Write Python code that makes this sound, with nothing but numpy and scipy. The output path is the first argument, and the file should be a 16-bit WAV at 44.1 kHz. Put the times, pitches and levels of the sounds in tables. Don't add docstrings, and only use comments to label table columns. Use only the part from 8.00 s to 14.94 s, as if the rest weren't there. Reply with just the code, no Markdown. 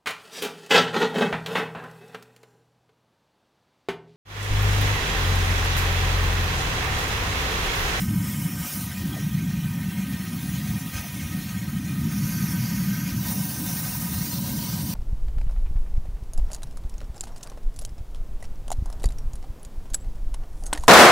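import sys
import numpy as np
from scipy import signal
from scipy.fft import rfft, irfft, next_fast_len
from scipy.io import wavfile
from scipy.ndimage import uniform_filter1d, map_coordinates

SR = 44100
rng = np.random.default_rng(int(sys.argv[2]) if len(sys.argv) > 2 else 0)


def int16_out(signal):
    q = np.round(np.clip(np.atleast_2d(signal).T, -1, 1) * 32767)
    wavfile.write(sys.argv[1], SR, q.astype(np.int16))


def field_ratio(decibels):
    return 10 ** (np.asarray(decibels, dtype=float) / 20)


N = 306054
N_FFT = next_fast_len(N)
HZ = np.arange(N_FFT // 2 + 1) * SR / N_FFT + 1e-3
COARSE_S = np.arange(N // 40 + 2) * 40 / SR
CUTOFF_HZ = 15720


def rms_one(x):
    return x / np.sqrt(np.mean(x ** 2) + 1e-20)


def in_time(rows):
    s, *columns = np.transpose(rows)
    return [np.interp(COARSE_S, s, c) for c in columns]


def at_hz(points, hz):
    points_hz, points_db = np.transpose(points)
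    return np.interp(np.log(hz), np.log(points_hz), points_db)


def bumps(rows, clock):
    return sum(db * np.exp(-((clock - s) / half_s) ** 2) for s, half_s, db in rows)


def fine(control):
    return np.interp(np.arange(N) / SR, COARSE_S, control)


def drift(rate_hz):
    r = np.exp(-2 * np.pi * rate_hz * COARSE_S[1])
    settle = 2000
    noise = rng.standard_normal(len(COARSE_S) + settle)
    slow = signal.lfilter([1], [1, -2 * r, r * r], noise)[settle:]
    return rms_one(slow - slow.mean())


def turbulence(response):
    return rfft(rng.standard_normal(N_FFT)) * response


def evened(x, window_s):
    size = int(window_s * SR)
    power = uniform_filter1d(uniform_filter1d(x ** 2, size), size)
    return x / np.sqrt(power + 1e-20)


def slice_of(spectrum, centres_hz, k):
    triangle = np.interp(HZ, centres_hz, np.arange(len(centres_hz)) == k)
    return irfft(spectrum * triangle)[:N]


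def flame():
    # [t/s, level/dB]
    vigour = [(0.0, -26), (.2, -27), (.32, -29.5), (.5, -27), (.62, -33.5), (.9, -32), (1.5, -26.5),
              (2.0, -28), (2.3, -32), (2.5, -29), (2.85, -31.5), (3.45, -32), (4.05, -26), (4.9, -27),
              (5.45, -29), (5.95, -33), (6.2, -29.5), (6.94, -32)]
    # [f/Hz, density/dB per Hz]
    rumble_colour = [(18, -60), (30, -39), (59, -11), (110, -5), (150, -1.5), (195, .5), (225, -7),
                     (257, -12), (288, -11.5), (305, -15.5), (335, -25.5), (360, -23.5), (397, -39),
                     (470, -49), (600, -69), (1000, -120)]
    # [t/s, half length/s, level/dB]
    thuds = [(.12, 0.11, 11.5), (.29, .03, 3.5), (1.1, 0.11, 3), (1.66, 0.028, 2), (1.9, .05, -1),
             (2.51, .04, 5), (2.74, 0.044, 5.5), (2.98, .03, 11), (3.25, 0.077, 6), (3.6, 0.055, 4),
             (4.05, .05, 4), (4.75, .06, 3), (5.16, 0.038, 1), (5.7, 0.069, 4), (6.17, 0.068, 4),
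             (6.5, .08, 5), (6.86, 0.036, 8)]
    # [t/s, half length/s, level/dB]
    licks = [(.1, 0.1, 4), (.55, .1, 2), (.9, 0.072, -5.5), (1.75, 0.039, 0), (2.45, 0.1, 2.5),
             (2.65, 0.044, -2.5), (3.0, 0.086, 3), (3.48, 0.1, -4), (4.0, 0.21, 2.5), (4.65, 0.15, 2.5),
             (5.18, 0.069, 2.5), (5.6, 0.09, 4), (5.93, 0.075, -5), (6.52, 0.055, 7.5)]
    # [level/dB], [share of vigour swing], [chance surges/dB]
    voice_db = [-40.5, -30, -42]
    follow_vigour = [0.16, 1.0, 0.29]
    lumps_db = [2, 1.6, 2]

    noise = irfft(turbulence(field_ratio(at_hz(rumble_colour, HZ))))[:N]
    rumble = rfft(np.pad(noise, (0, N_FFT - N)))
    corners_hz = [95, 125, 215, 245]
    voice_gains = [[1, 0, 0, 0], [0, 1, 1, 0], [0, 0, 0, 1]]
    shares = [np.interp(HZ, corners_hz, gains) for gains in voice_gains]

    swing_db = in_time(vigour)[0] + 30
    levels_db = [db + follow * swing_db + lump_db * drift(7.0)
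                 for db, follow, lump_db in zip(voice_db, follow_vigour, lumps_db)]
    levels_db[0] = levels_db[0] + bumps(thuds, COARSE_S)
    levels_db[2] = levels_db[2] + bumps(licks, COARSE_S)
    out = 0
    for db, share in zip(levels_db, shares):
        out = out + fine(field_ratio(db)) * evened(irfft(rumble * share)[:N], 0.17)
    return out


def pipe_ripple(between_db, widen):
    # [f/Hz, width/Hz, level/dB]
    overtones = [(554, 25, -6), (732, 28, -5), (964, 55, -2), (1250, 44, 0), (1555, 60, 0), (1850, 60, -1),
                 (1975, 50, -9), (2170, 60, -2), (2440, 53, -2), (2540, 50, -10), (2735, 55, -5),
                 (3020, 60, -4), (3280, 61, -7), (3580, 70, -14), (4215, 70, -15), (4515, 70, -7),
                 (4800, 70, -4), (5090, 60, -4), (5390, 110, -6), (5690, 80, -12), (6060, 80, -12),
                 (6365, 70, -11), (6690, 90, -13), (7500, 90, -13), (9030, 170, -11)]
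    power = field_ratio(between_db) ** 2
    for hz, width_hz, level_db in overtones:
        detune = 2 * (HZ - hz) / (widen * width_hz)
        power = power + field_ratio(0.64 * level_db) ** 2 / (1 + detune ** 2) ** 2
    smooth = uniform_filter1d(power, int(600 / HZ[1]))
    return np.sqrt(power / smooth)


def jet_levels(at_place):
    # [t/s, level/dB]
    sight = [(0.0, -35.5), (.09, -42.5), (.23, -39), (.29, -36.5), (.56, -41), (.73, -34.5), (.9, -40.5),
             (1.3, -43.5), (1.95, -44), (2.7, -40), (3.45, -41), (3.73, -44.5), (4.06, -42), (4.3, -36),
             (5.19, -39), (5.26, -35), (5.87, -32.5), (6.94, -36.5)]
    # [t/s, half length/s, level/dB]
    spurts = [(.02, 0.024, 1.5), (.23, 0.027, 0.5), (.62, 0.097, 2.5), (1.2, .04, 0.5), (2.01, .03, 2.5),
              (2.14, 0.02, 5), (2.55, .025, 2), (2.68, 0.039, 1), (2.975, 0.031, 8), (3.2, .06, 0.5),
              (3.5, 0.03, 2.5), (4.25, 0.036, 1), (4.8, 0.4, 1.5), (5.1, 0.034, 3), (5.19, 0.03, -1),
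              (5.3, .035, 4), (5.52, 0.02, 1), (5.69, .04, 3), (5.78, 0.024, 1.5), (5.87, .03, 3),
              (6.4, 0.035, -3.5), (6.55, .03, -2.5), (6.73, 0.05, 1), (6.84, .03, -2)]
    range_db = [
        [-52, -53, -51.5, -48, -47],
        [-44, -43.5, -43.5, -47.5, -47],
        [-44.5, -44.5, -44, -45.5, -43.5],
        [-39.5, -40.5, -41, -40, -40],
    ]
    follow_sight = [.3, .4, .95, 1.02]
    spurt_share = [0.91, 1.01, 0.96, 0.43]

    swing_db = in_time(sight)[0] + 39
    spurt_db = bumps(spurts, COARSE_S)
    return [at_place(db) + follow * swing_db + share * spurt_db
            for db, follow, share in zip(range_db, follow_sight, spurt_share)]


def jet():
    # [t/s, place 0-4 from close by to far back]
    viewpoint = [(0, 0.0), (.84, 0.0), (.9, 1.0), (4.0, 1.0), (4.25, 2.0), (5.1, 2.0), (5.3, 3.0),
                 (6.1, 3.0), (6.45, 4.0), (6.94, 4.0)]
    # [f/Hz, density/dB per Hz]
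    pipe_colours = [
        [(400, -6), (554, -5), (732, -2.5), (964, -1.5), (1250, 5), (1560, 4.5), (1850, 3), (2170, 4),
         (2440, 2.5), (2730, -0.5), (3020, 2), (3280, -0.5)],
        [(400, -6), (554, -5), (732, -0.5), (964, -3), (1250, -2), (1560, -3.5), (1850, 1.3), (2170, -2.5),
         (2440, -0.5), (2730, -4.5), (3020, -4), (3280, -3.5)],
        [(400, -7.5), (554, -9), (732, -7), (964, -5.5), (1250, 4.2), (1560, 5), (1850, 3.5), (2170, 4.5),
         (2440, 1), (2730, -0.5), (3020, -2), (3280, -1)],
        [(400, 0), (554, -4.5), (732, 1.7), (964, 1.5), (1250, -1.5), (1560, 0), (1850, -1.5), (2170, -3),
         (2440, -3.5), (2730, -1.5), (3020, -3.5), (3280, -6.5)],
        [(400, 1.5), (554, 0.5), (732, 1.5), (964, 6.5), (1250, -4.5), (1560, 1), (1850, -4.5), (2170, -4),
         (2440, -4), (2730, -2.5), (3020, -0.5), (3280, -4)],
    ]
    # [f/Hz, density/dB per Hz]
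    hiss_colours = [
        [(2000, -37), (3400, -10.5), (4070, -8.5), (4600, -11.5), (5320, -5), (7760, -8), (9290, -6),
         (10100, -12), (11100, -5), (12500, -7), (14600, -2.5), (15700, -4)],
        [(2000, -31), (3400, -3), (4090, 0), (4870, -6), (5530, 0), (6620, -2.5), (7810, -7), (9350, -5.5),
         (9900, -5), (13500, -4), (15100, -4.5), (15700, 3.5)],
        [(2000, -36), (3400, -5), (3990, -7), (4360, -1.5), (5060, -4), (5530, 3.5), (6620, -1), (8280, -11.5),
         (9110, -5.5), (10100, -7), (12000, -1.5), (15700, -4.5)],
        [(2000, -42), (3400, -8), (3670, -5.5), (4800, -7), (5860, 0.5), (7860, -10.5), (9050, 0.5),
         (10000, -9), (11100, 1), (12900, -8), (14600, 3), (15700, 2)],
        [(2000, -40), (3400, -7.5), (4600, -1.5), (5200, -6.5), (5860, 0.5), (7010, -7), (8170, -9.5),
         (9170, -2.5), (10200, -7), (12400, -4.5), (14700, 2), (15700, 1)],
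    ]
    bypass_share = [0.3, 0.12, 0.088, 0.25, 0.14]
    # [shimmer/dB], [slow share of it]
    waver_depth_db = [0.58, 1.02, 1.42, 1.25]
    slow_share = [1.2, 0.56, 0.57, 0.99]

    place, = in_time(viewpoint)

    def at_place(values):
        return np.interp(place, np.arange(len(values)), values)

    plain = turbulence((HZ > 400) * np.interp(HZ, [CUTOFF_HZ + 200, CUTOFF_HZ + 300], [1, 0]))
    plain = plain / np.sqrt(np.mean(irfft(plain) ** 2))
    ringing = irfft(plain * pipe_ripple(between_db=-12.5, widen=1.21))
    slip = np.cumsum(0.003 * fine(drift(0.8)))
    ringing = map_coordinates(ringing, [np.arange(N) + slip], order=3, mode="wrap")
    ringing = rfft(ringing, N_FFT)
    plain = plain * np.exp(2j * np.pi * rng.random(len(HZ)))
    flutter_db = 0.29 * drift(19) + 0.5 * drift(25)

    pipe_hz = np.array(pipe_colours[0])[:, 0]
    hiss_hz = np.arange(5800, CUTOFF_HZ + 300, 400)
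    centres_hz = np.concatenate([pipe_hz, np.arange(3600, 5500, 300), hiss_hz])
    group = np.searchsorted([1100, 3400, 8500], centres_hz)
    colours = []
    for hz, g in zip(centres_hz, group):
        tables = pipe_colours if g < 2 else hiss_colours
        colours.append(field_ratio(at_place([at_hz(c, hz) for c in tables])))
    colours = np.array(colours)
    widths = np.gradient(centres_hz) / (CUTOFF_HZ - 400)

    levels_db = jet_levels(at_place)
    bypass = fine(np.clip(at_place(bypass_share), 0, 1))
    out = 0
    for k, g in enumerate(group):
        range_rms = np.sqrt(widths[group == g] @ colours[group == g] ** 2)
        shimmer = slow_share[g] * drift(0.95) + 1.72 * drift(13.8)
        waver_db = flutter_db + waver_depth_db[g] * shimmer
        band = slice_of(ringing, centres_hz, k)
        if 4000 < centres_hz[k] < 5600:
            band = np.sqrt(1 - bypass) * band + np.sqrt(bypass) * slice_of(plain, centres_hz, k)
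        out = out + fine(field_ratio(levels_db[g] + waver_db) * colours[k] / range_rms) * band
    return out


def yard():
    # [f/Hz, density/dB per Hz]
    air_colour = [(200, -30), (330, 5), (600, -10), (1000, -2), (1600, -11), (3000, -30), (6000, -90)]
    return field_ratio(-60) * rms_one(irfft(turbulence(field_ratio(at_hz(air_colour, HZ))))[:N])


def falter():
    # [t/s, half length/s, level/dB]
    dips = [
        (.69, 0.028, -10),
        (2.797, 0.012, -12),
        (2.908, 0.024, -7),
        (3.07, 0.078, -5.5),
        (5.53, 0.044, -3.5),
        (5.82, .04, -3),
    ]
    return field_ratio(bumps(dips, COARSE_S))


def gust():
    # [peak t/s, half length/s, f at peak/Hz, fall/Hz per s, level/dB]
    snatches = [
        (1.174, 0.05, 584, 8000, -45.5),
        (3.046, .025, 702, 2500, -47),
        (5.36, .035, 457, 330, -53),
    ]
    t = np.arange(N) / SR
    lowpass = signal.butter(2, 120, fs=SR, output="sos")
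    spread = signal.sosfilt(lowpass, rng.standard_normal((2, N)))
    spread = rms_one(spread[0]) + 1j * rms_one(spread[1])
    out = 0
    for s, half_s, hz, fall_hz_per_s, level_db in snatches:
        cycles = hz * (t - s) - fall_hz_per_s * (t - s) ** 2 / 2
        carrier = np.exp(2j * np.pi * cycles)
        swell = np.exp(-((t - s) / half_s) ** 2)
        out = out + field_ratio(level_db) * swell * np.real(carrier * spread)
    return out


def scene():
    mono = fine(falter()) * flame() + jet() + gust() + yard()
    return np.tile(mono, (2, 1))


def band_limit(x):
    return signal.sosfilt(signal.butter(12, 16820, fs=SR, output="sos"), x)


def record(dry):
    # [t/s, low f/Hz, high f/Hz]
    refills = [(.252, 13700, 15700), (.392, 11700, 13900), (.392, 8200, 9800), (.415, 13000, 14600),
               (1.111, 13700, 15300), (1.344, 4100, 5800), (1.344, 6200, 8400), (1.344, 8900, 10500),
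               (1.878, 4100, 5300), (2.18, 4600, 5800), (2.807, 5000, 7000), (2.807, 8200, 10500),
               (2.807, 13000, 14600), (3.016, 13700, 15700), (3.503, 7500, 9100), (3.898, 8200, 9800),
               (3.898, 10300, 11900), (5.175, 5100, 6400), (6.313, 5700, 7000), (6.313, 8200, 10500),
               (6.313, 13000, 15300), (6.429, 13000, 14600)]
    side = np.zeros(N)
    hop, offset = 1024, 889
    bins_hz = np.arange(hop + 1) * SR / (2 * hop)
    for s, low_hz, high_hz in refills:
        at = offset + hop * (round((s * SR - offset) / hop) - 1)
        earlier = dry[0, at - 2 * hop:at]
        band = irfft(rfft(earlier) * (bins_hz > low_hz) * (bins_hz < high_hz))
        side[at:at + 2 * hop] += field_ratio(-2.5) * band * np.hanning(2 * hop)
    both = rfft(dry + side * [[1], [-1]], N_FFT) * (HZ < CUTOFF_HZ)
    return band_limit(irfft(both)[:, :N])


dry = scene()
out = record(dry)
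int16_out(out)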